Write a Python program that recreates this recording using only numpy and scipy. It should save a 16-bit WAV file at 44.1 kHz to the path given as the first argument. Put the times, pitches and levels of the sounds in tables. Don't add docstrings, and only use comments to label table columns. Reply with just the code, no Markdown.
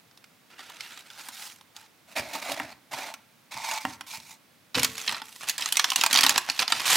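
import sys
import numpy as np
from scipy import signal
from scipy.fft import rfft, irfft
from scipy.io import wavfile
from scipy.ndimage import uniform_filter1d

SR = 44100
rng = np.random.default_rng(int(sys.argv[2]) if len(sys.argv) > 2 else 0)


def to_wav(sig):
    pcm = np.clip(np.atleast_2d(sig), -1, 1) * 32767
    pcm = np.round(pcm).astype(np.int16)
    wavfile.write(sys.argv[1], SR, pcm.T)


N = 306936

# [f/Hz, level/dB per Hz]
HUSH_COLOUR = [(15, -78), (25, -45), (97, -2.5), (242, 1), (277, -0.5), (416, -8.5), (451, -5.5),
               (1130, -7.5), (1890, -8.5), (2350, -8), (3080, -11), (3520, -10.5), (5880, -15), (7510, -17),
               (16000, -18)]
HUSH_DB = -61

# [t/s, level/dB, relative body/dB, relative air/dB]
SNAPS = [(0.1116, -60, -5, -10), (0.1748, -53, -4, -3), (0.2419, -50.5, -8, -11), (0.5929, -45, -1.5, -14),
         (0.6989, -46.5, 0.5, -2), (0.807, -34, -15, -9.5), (0.9751, -43.5, -2.5, -7),
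         (1.1023, -45, -8, -11), (1.2866, -42, -6, -1), (1.6114, -52.5, -4, -4), (1.7646, -43, -6.5, -1),
         (2.3531, -40, 6, -9), (2.5196, -32.5, -10, 2), (3.1398, -39.5, -2, -5), (3.7131, -31.5, -10, -6),
         (4.0097, -39.5, -2, -4), (4.2012, -47, -16, -5), (4.7522, -26, -20, -19), (4.7943, -27, -20, -4),
         (4.8318, -22, -13, 0), (4.8462, -21, -6, 0), (5.0773, -22.5, -16, -24), (5.0931, -26.5, -8, -26),
         (5.1136, -35, -6, -24), (5.1456, -32.5, -8.5, -28), (5.218, -38.5, -1, -12),
         (5.4866, -28.5, -17, 1), (5.4959, -25, -15, 4), (5.5805, -31.5, -15, -1.5),
         (5.6222, -27.5, -19, -14), (5.6592, -28.5, -8, -6), (5.7241, -23, -9, 8), (5.77, -19.5, -12, -2),
         (5.7954, -18.5, -11, -11), (5.8432, -19.5, -4.5, -6.5), (5.9029, -25.5, -25, -1),
         (5.9186, -24.5, -3.5, -12), (5.9595, -20, -11, 2), (6.0122, -20.5, -9, -6), (6.0369, -19, -3, -3),
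         (6.0629, -21, -3, 0), (6.1106, -27, -8, -8), (6.1293, -19, -11, 1), (6.1423, -22, -11, -4),
         (6.1516, -20.5, -3.5, -10), (6.1595, -16.5, -22, -15), (6.1734, -17, -13, -6.5),
         (6.1882, -16, -8.5, -8), (6.2092, -20.5, -6, 1), (6.2334, -17.5, -7, -5.5),
         (6.2371, -18.5, -9, -5), (6.2484, -24, -1, -8), (6.2647, -15.5, -7, -8), (6.2937, -19, -12, -4),
         (6.3069, -24.5, -3, -5), (6.3787, -19, -0.5, -2), (6.4993, -21, -11.5, -9),
         (6.5919, -20, -9.5, -12), (6.6269, -26, -2.5, -12), (6.6791, -24, -6.5, -8.5),
         (6.7221, -17.5, -0.5, -10)]
# [f/Hz, level/dB per Hz]
SNAP_COLOUR = [(40, -64), (130, -29.5), (260, -8.5), (400, -22), (600, -15.5), (850, 1.5), (1400, -1),
               (2300, -1.5), (3600, 1), (5500, -2.5), (8000, -9), (11000, -13), (16000, -19)]
SNAP_FALL_MS = 11.5

# [start t/s, length/s, relative level/dB, swell over the stroke/dB, brightness/dB per octave]
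FILTER_STROKES = [(0.495, 0.096, -54.5, -9, -3.5), (0.578, 0.04, -44, -2, -2.2),
                  (0.62, 0.2, -48.5, -4, -1.5), (0.795, 0.21, -45.5, -6, -0.5), (1.0, 0.19, -52.5, 12, -1),
                  (1.175, 0.13, -44.5, -1, -0.2), (1.315, 0.15, -41, 8, 1), (1.465, 0.12, -51, -21, 2),
                  (1.745, 0.11, -53, -6, -1.5)]
BASKET_STROKES = [(2.07, 0.066, -53.5, 7, 1), (2.153, 0.044, -27.5, 0, 0), (2.21, 0.19, -41, 0, -0.1),
                  (2.325, 0.033, -34, -0.5, 0.3), (2.412, 0.12, -33, 9, -0.1),
                  (2.55, 0.18, -42.5, -11, -1.1), (2.91, 0.19, -36, -3, -0.3),
                  (3.508, 0.13, -38.5, 3, -0.5), (3.638, 0.14, -32, -3.5, 0), (3.8, 0.15, -44.5, -6, 1.5),
                  (4.062, 0.1, -40, 9, 2.5), (4.19, 0.14, -49.5, 8, 3)]
BAG_STROKES = [(4.742, 0.045, -27, 0.5, -0.8), (4.8, 0.052, -34.5, 8, -0.5), (4.87, 0.085, -47, 1, 4.5),
               (4.965, 0.13, -39.5, -3.5, 1.7), (5.08, 0.11, -39.5, -3, -2.5), (5.23, 0.18, -50.5, 2.5, 5),
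               (5.403, 0.061, -43, -4, 0.2), (5.468, 0.032, -34.5, 7, 1), (5.51, 0.06, -50, -5, -1),
               (5.58, 0.355, -37, -1, 0.6), (5.962, 0.097, -30.5, -4.5, -0.5), (6.095, 0.22, -30, 3, -1.5),
               (6.335, 0.029, -29.5, 2, -4), (6.41, 0.18, -44, 9, 1), (6.466, 0.023, -36, 3, -3.5),
               (6.592, 0.028, -28.5, 3, -1.6), (6.682, 0.29, -33, 1, -0.5), (6.85, 0.16, -19.5, 7, 1.6)]
GRIP_S, RELEASE_DB_PER_S = 0.0093, 658

# [f/Hz, level/dB per Hz]
PINCH_COLOUR = [(180, -41), (300, -15.5), (519, -14), (978, -8), (1080, -14), (1360, 0), (1510, -4.5),
                (2000, -2), (3290, -3.5), (13800, -17.5), (16000, -24)]
SLIDE_COLOUR = [(180, -56), (300, -29), (537, -12), (678, -14), (814, 4.5), (1120, -10), (1360, 0),
                (1560, -3.5), (2210, -5.5), (4910, -3.5), (15000, -14.5), (16000, -21)]
RIM_COLOUR = [(59, -54), (100, -34), (255, -2), (415, -15), (502, -15), (608, 5.5), (691, 2.5), (1030, -6),
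              (1580, -5), (2370, -4.5), (3120, -10), (3780, -8.5), (6990, -15.5), (15000, -21.5),
              (16000, -32)]
DEEP_COLOUR = [(60, -35), (120, -33), (270, -21.5), (400, -33.5), (530, -27), (620, -8.5), (790, -6.5),
               (900, 3.5), (1000, -4), (1200, -12), (1750, -13), (2300, -1.5), (3050, -14), (3700, -9),
               (6000, -11.5), (10000, -20), (16000, -26.5)]
BAG_COLOUR = [(59, -57), (100, -20), (249, -13.5), (415, -17), (691, -8.5), (872, -4), (1200, -4.5),
              (1720, -4.5), (1870, -1), (2170, -4), (2580, -1.5), (3700, -3), (5650, -6.5), (14700, -18.5),
              (16000, -30)]
# [t/s, share 0-1]
SLIDING = [(1.0, 0), (1.2, 0.97)]
# [t/s, depth 0-1]
DEPTH = [(2.5, 0.08), (3.0, 0.17), (3.5, 0.97)]

# [t/s, relative level/dB, t60/s]
THUMPS = [(2.186, -42.5, 0.27), (2.47, -52, 0.56), (2.605, -47, 0.45), (2.921, -55, 0.34),
          (3.54, -49, 0.24), (3.86, -42.5, 0.36), (4.17, -53, 0.3), (4.748, -35.5, 0.12),
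          (4.766, -28.5, 0.15), (4.825, -43, 0.51), (5.084, -48, 0.2), (6.225, -51, 0.3), (6.35, -44, 0.15),
          (6.72, -48, 0.25)]
# [f/Hz, level/dB per Hz]
THUMP_COLOUR = [(25, -35), (50, -19), (80, 2.5), (125, 4.5), (170, 0.5), (260, 4.5), (370, -8.5),
                (500, -15), (700, -20), (2000, -60), (8000, -86)]
THUMP_RISE_S = 0.0091
LANDING_S = 4.768
# [f/Hz, relative level/dB, t60/s]
COUNTER_MODES = [(198, -45, .6), (258, -31, 0.2), (447, -49, 1.15), (491, -30, 0.17), (556, -47, 0.44)]

# [t/s, relative level/dB]
KNOCKS = [(2.599, -19), (3.852, -17.5), (4.009, -36)]
# [f/Hz, relative level/dB, t60/s]
BASKET_MODES = [(260, -11, 0.14), (300, -12, 0.17), (597, 3.5, 0.025), (777, 0.5, 0.073), (932, 7.5, 0.029),
                (1044, 1.5, 0.039), (1360, -3.5, 0.046), (1890, 4.5, 0.026), (2040, 0, 0.029),
                (2770, 1, 0.023)]
# [f/Hz, level/dB]
BASKET_WALL = [(100, -11), (270, 3), (430, -15), (750, -0.5), (3000, 0.5)]

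# [f/Hz, t60/s]
ROOM_T60 = [(150, 0.55), (600, 0.37), (1500, 0.47), (4000, 0.28), (9000, 0.21), (16000, 0.24)]
# [f/Hz, left minus right level/dB]
LEAN = [(100, 0.5), (700, -1.5), (1300, -1.5), (2400, -2.5), (4400, -4), (8000, -2.2), (14000, 0.7)]
# [f/Hz, level/dB]
WIDTH = [(60, -27), (200, -21), (500, -21.5), (1200, -20), (2500, -18), (5000, -13.5), (9000, -9.5),
         (13000, -17.5), (16000, -40)]
# [f/Hz, level/dB]
DIFFUSE = [(60, -13), (250, -7.5), (800, -7), (2500, -8.5), (6000, -10), (10000, -13), (16000, -22)]
EDGE_HZ = 16150


def amp(db):
    return 10 ** (np.asarray(db) / 20)


def unit(x):
    return x / np.sqrt(np.mean(x ** 2) + 1e-20)


def read(points, hz):
    f, value = np.transpose(points)
    return np.interp(np.log(hz + 1), np.log(f + 1), value)


def add(mix, s, sound):
    part = mix[round(s * SR):][:len(sound)]
    part += sound[:len(part)]


def bins(size):
    return np.fft.rfftfreq(size, 1 / SR)


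def colour(x, points):
    return irfft(rfft(x) * amp(read(points, bins(len(x)))), len(x))


def causal(x, gain_db):
    log_gain = np.log(amp(np.r_[gain_db, gain_db[-2:0:-1]]))
    response = np.exp(np.conj(signal.hilbert(log_gain)))[:len(gain_db)]
    return irfft(rfft(x) * response)


def ring(modes, size):
    t = np.arange(size) / SR
    out = np.zeros(size)
    for hz, db, t60 in modes:
        out += amp(db - 60 * t / t60) * np.sin(2 * np.pi * (hz * t + rng.random()))
    return out


def hush():
    return amp(HUSH_DB) * unit(colour(rng.standard_normal(N), HUSH_COLOUR))


def creases(rows, spectrum, fall_ms, crack, crack_ms, dull, panel_db, body_db, air_db, size=2048):
    out = np.zeros(N)
    ms = np.arange(size) / SR * 1000
    hz = bins(size)
    paper_db = read(spectrum, hz)
    pole = np.clip(dull, 0, .8)
    panel_grid = np.linspace(np.log(300), np.log(16000), 56)
    low = read([(1300, 0.99), (2300, 0)], hz)
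    high = read([(5000, 0.068), (7500, 0.93)], hz)
    for s, db, body, air in rows:
        flip, flutter = rng.standard_normal((2, size))
        ringing = signal.lfilter([1 - pole], [1, -pole], flutter) * 10 ** (-ms / max(fall_ms, 4))
        resonances = rng.standard_normal(len(panel_grid)).clip(-2, 2)
        panel = np.interp(np.log(hz + 1), panel_grid, resonances)
        tone_db = paper_db + low * (body + body_db) + high * (air + air_db) + panel_db * panel
        snap = causal(crack * flip * np.exp(-ms / crack_ms) + ringing, tone_db)
        middle = irfft(rfft(snap) * (abs(hz - 3900) < 2100))[:350]
        add(out, s, snap * amp(db) / np.sqrt(np.mean(middle ** 2)))
    return out


def effort(strokes, waver_db):
    start, length, db, swell_db, bright = np.transpose(strokes)[:, :, None]
    s = np.arange(start.min(), (start + length).max() + .15, .001)
    held_db = db + swell_db * (np.clip((s - start) / length, 0, 1) - .5)
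    release_db = RELEASE_DB_PER_S * np.maximum(s - start - length, 0)
    grip = np.clip((s - start) / GRIP_S, 0, 1)
    power = (grip * amp(held_db - release_db)) ** 2 + 1e-14
    total = power.sum(0)
    waver = unit(uniform_filter1d(rng.standard_normal(len(s)), size=16))
    level_db = 10 * np.log10(total) + waver_db * waver
    return np.column_stack([s, level_db, (bright * power).sum(0) / total])


def rub(rows, spectrum, grains_per_s, spread_db, hiss, patchy_db, later, blend):
    s, level_db, bright = np.transpose(rows)
    puff_size = amp(spread_db * np.minimum(rng.exponential(1, N), 4))
    puff_size = puff_size * (rng.random(N) < grains_per_s / SR)
    grain = np.exp(-np.arange(400) / SR / 0.0019)
    power = signal.oaconvolve(puff_size ** 2, grain)[:N].clip(0)
    drive = rng.standard_normal(N) * np.sqrt(power / power.mean() + hiss ** 2)

    hz, t, z = signal.stft(drive, SR, nperseg=768)
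    patches = uniform_filter1d(rng.standard_normal(z.shape), size=4, axis=0)
    patches = unit(uniform_filter1d(patches, size=4, axis=1))
    octaves = np.log2(np.clip(hz, 600, 12000) / 3000)[:, None]
    field_db = read(spectrum, hz)[:, None] + octaves * np.interp(t, s, bright) + patchy_db * patches
    if later is not None:
        share = np.interp(t, *np.transpose(blend)).clip(0, 1)
        field_db += np.outer(read(later, hz) - read(spectrum, hz), share)
    sound = signal.istft(z * amp(field_db), SR, nperseg=768)[1][:N]

    sound /= np.sqrt(uniform_filter1d(sound ** 2, size=2200) + 1e-20)
    return sound * amp(np.interp(np.arange(N) / SR, s, level_db, left=-120, right=-120))


def crinkle(rub_rows, spectrum, per_s, below_db, spread_db, most_db, fall_ms):
    s, level_db, bright = np.transpose(rub_rows)
    gap, strength, body, air = rng.random((600, 4)).T
    at = s[0] - np.cumsum(np.log(1 - gap)) / per_s
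    db = np.interp(at, s, level_db) + below_db - spread_db * np.log(np.maximum(strength, .06))
    db = np.minimum(db, most_db)
    slope = np.interp(at, s, bright)
    rows = np.column_stack([at, db, 10 * (body - .5) - slope, 10 * (air - .5) + slope])
    return creases(rows[at < s[-1]], spectrum, fall_ms, crack=0.68, crack_ms=0.92, dull=0.22,
                   panel_db=5, body_db=-0.5, air_db=0.5)


def thumps(level_db, ring_db):
    out = np.zeros(N)
    t = np.arange(SR) / SR
    for s, db, t60 in THUMPS:
        fall = amp(-60 * np.maximum(t - THUMP_RISE_S, 0) / t60)
        swell = np.minimum(t / THUMP_RISE_S, 1) * fall
        blow = colour(rng.standard_normal(SR), THUMP_COLOUR) * swell
        add(out, s, amp(db + level_db) * blow * np.linalg.norm(swell) / np.linalg.norm(blow))
    ring_rise = np.minimum(np.arange(2 * SR) / SR / 0.0044, 1)
    add(out, LANDING_S, amp(ring_db) * ring(COUNTER_MODES, size=2 * SR) * ring_rise)
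    return out


def knocks(level_db, tick_db, tick_s):
    out = np.zeros(N)
    t = np.arange(8000) / SR
    for s, db in KNOCKS:
        tick = unit(uniform_filter1d(rng.standard_normal(len(t)), size=9)) * np.exp(-t / tick_s)
        add(out, s, amp(db + level_db) * (ring(BASKET_MODES, size=len(t)) + amp(tick_db) * tick))
    return out


def kitchen(x, wet_db):
    after_gap = np.arange(SR) > .005 * SR
    taps = rng.choice([-1., 1.], SR) * (rng.random(SR) < 4000 / SR) * after_gap
    hz, t, z = signal.stft(taps, SR, nperseg=256)
    decay = amp(-60 * t / read(ROOM_T60, hz)[:, None])
    tail = signal.istft(z * decay, SR, nperseg=256)[1]
    return amp(wet_db) * signal.fftconvolve(x, tail / np.linalg.norm(tail))[:N]


def spread(x, ambience):
    z = signal.stft(x, SR, nperseg=256)[2]
    random_phase = np.exp(2j * np.pi * rng.random(z.shape))
    scatter = signal.istft(z * random_phase, SR, nperseg=256)[1][:N]
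    side = colour(unit(scatter) * x.std(), WIDTH) + colour(ambience, DIFFUSE)
    lean_db = read(LEAN, bins(N)) * np.array([[.5], [-.5]])
    return irfft(rfft(np.array([x + side, x - side])) * amp(lean_db), N)


def scene():
    on_filter = effort(FILTER_STROKES, waver_db=1.2)
    on_basket = effort(BASKET_STROKES, waver_db=1.0)
    on_bag = effort(BAG_STROKES, waver_db=1.12)

    coffee_filter = amp(-2.5) * rub(on_filter, PINCH_COLOUR, grains_per_s=520, spread_db=2.5, hiss=1.0,
                                    patchy_db=2.5, later=SLIDE_COLOUR, blend=SLIDING)
    coffee_filter += crinkle(on_filter, PINCH_COLOUR, per_s=60, below_db=-9, spread_db=3.5,
                             most_db=-49.0, fall_ms=7.9)
    basket = amp(-2.0) * rub(on_basket, RIM_COLOUR, grains_per_s=900, spread_db=3.5, hiss=0.78,
                             patchy_db=2.5, later=DEEP_COLOUR, blend=DEPTH)
    basket += crinkle(on_basket, DEEP_COLOUR, per_s=80, below_db=-12.0, spread_db=3.0,
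                      most_db=-38, fall_ms=9.1)
    bag = amp(-3) * rub(on_bag, BAG_COLOUR, grains_per_s=600, spread_db=0.5, hiss=1.0,
                        patchy_db=2.0, later=None, blend=None)
    bag += crinkle(on_bag, BAG_COLOUR, per_s=110, below_db=-8, spread_db=4.0,
                   most_db=-26.5, fall_ms=7)

    snaps = creases(SNAPS, SNAP_COLOUR, SNAP_FALL_MS, crack=1.27, crack_ms=1.43, dull=0.28,
                    panel_db=4, body_db=4.5, air_db=7)
    taps = colour(knocks(level_db=-10, tick_db=4, tick_s=0.0018), BASKET_WALL)
    blows = thumps(level_db=-2.5, ring_db=3.5)
    close = coffee_filter + basket + bag + snaps + taps + blows

    ambience = kitchen(close, wet_db=-17.5) + amp(2.5) * hush()
    return spread(close + kitchen(close, wet_db=-15.0) + hush(), ambience)


def record(dry):
    ceiling = .9
    rounded = ceiling * np.tanh(dry / ceiling)
    bass_cut = signal.butter(4, 46, "highpass", fs=SR, output="sos")
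    thinned = signal.sosfilt(bass_cut, rounded)
    treble_cut = signal.firwin(255, EDGE_HZ, window=("kaiser", 8), fs=SR)
    return signal.oaconvolve(thinned, treble_cut[None], "same")


dry = scene()
out = record(dry)
to_wav(out)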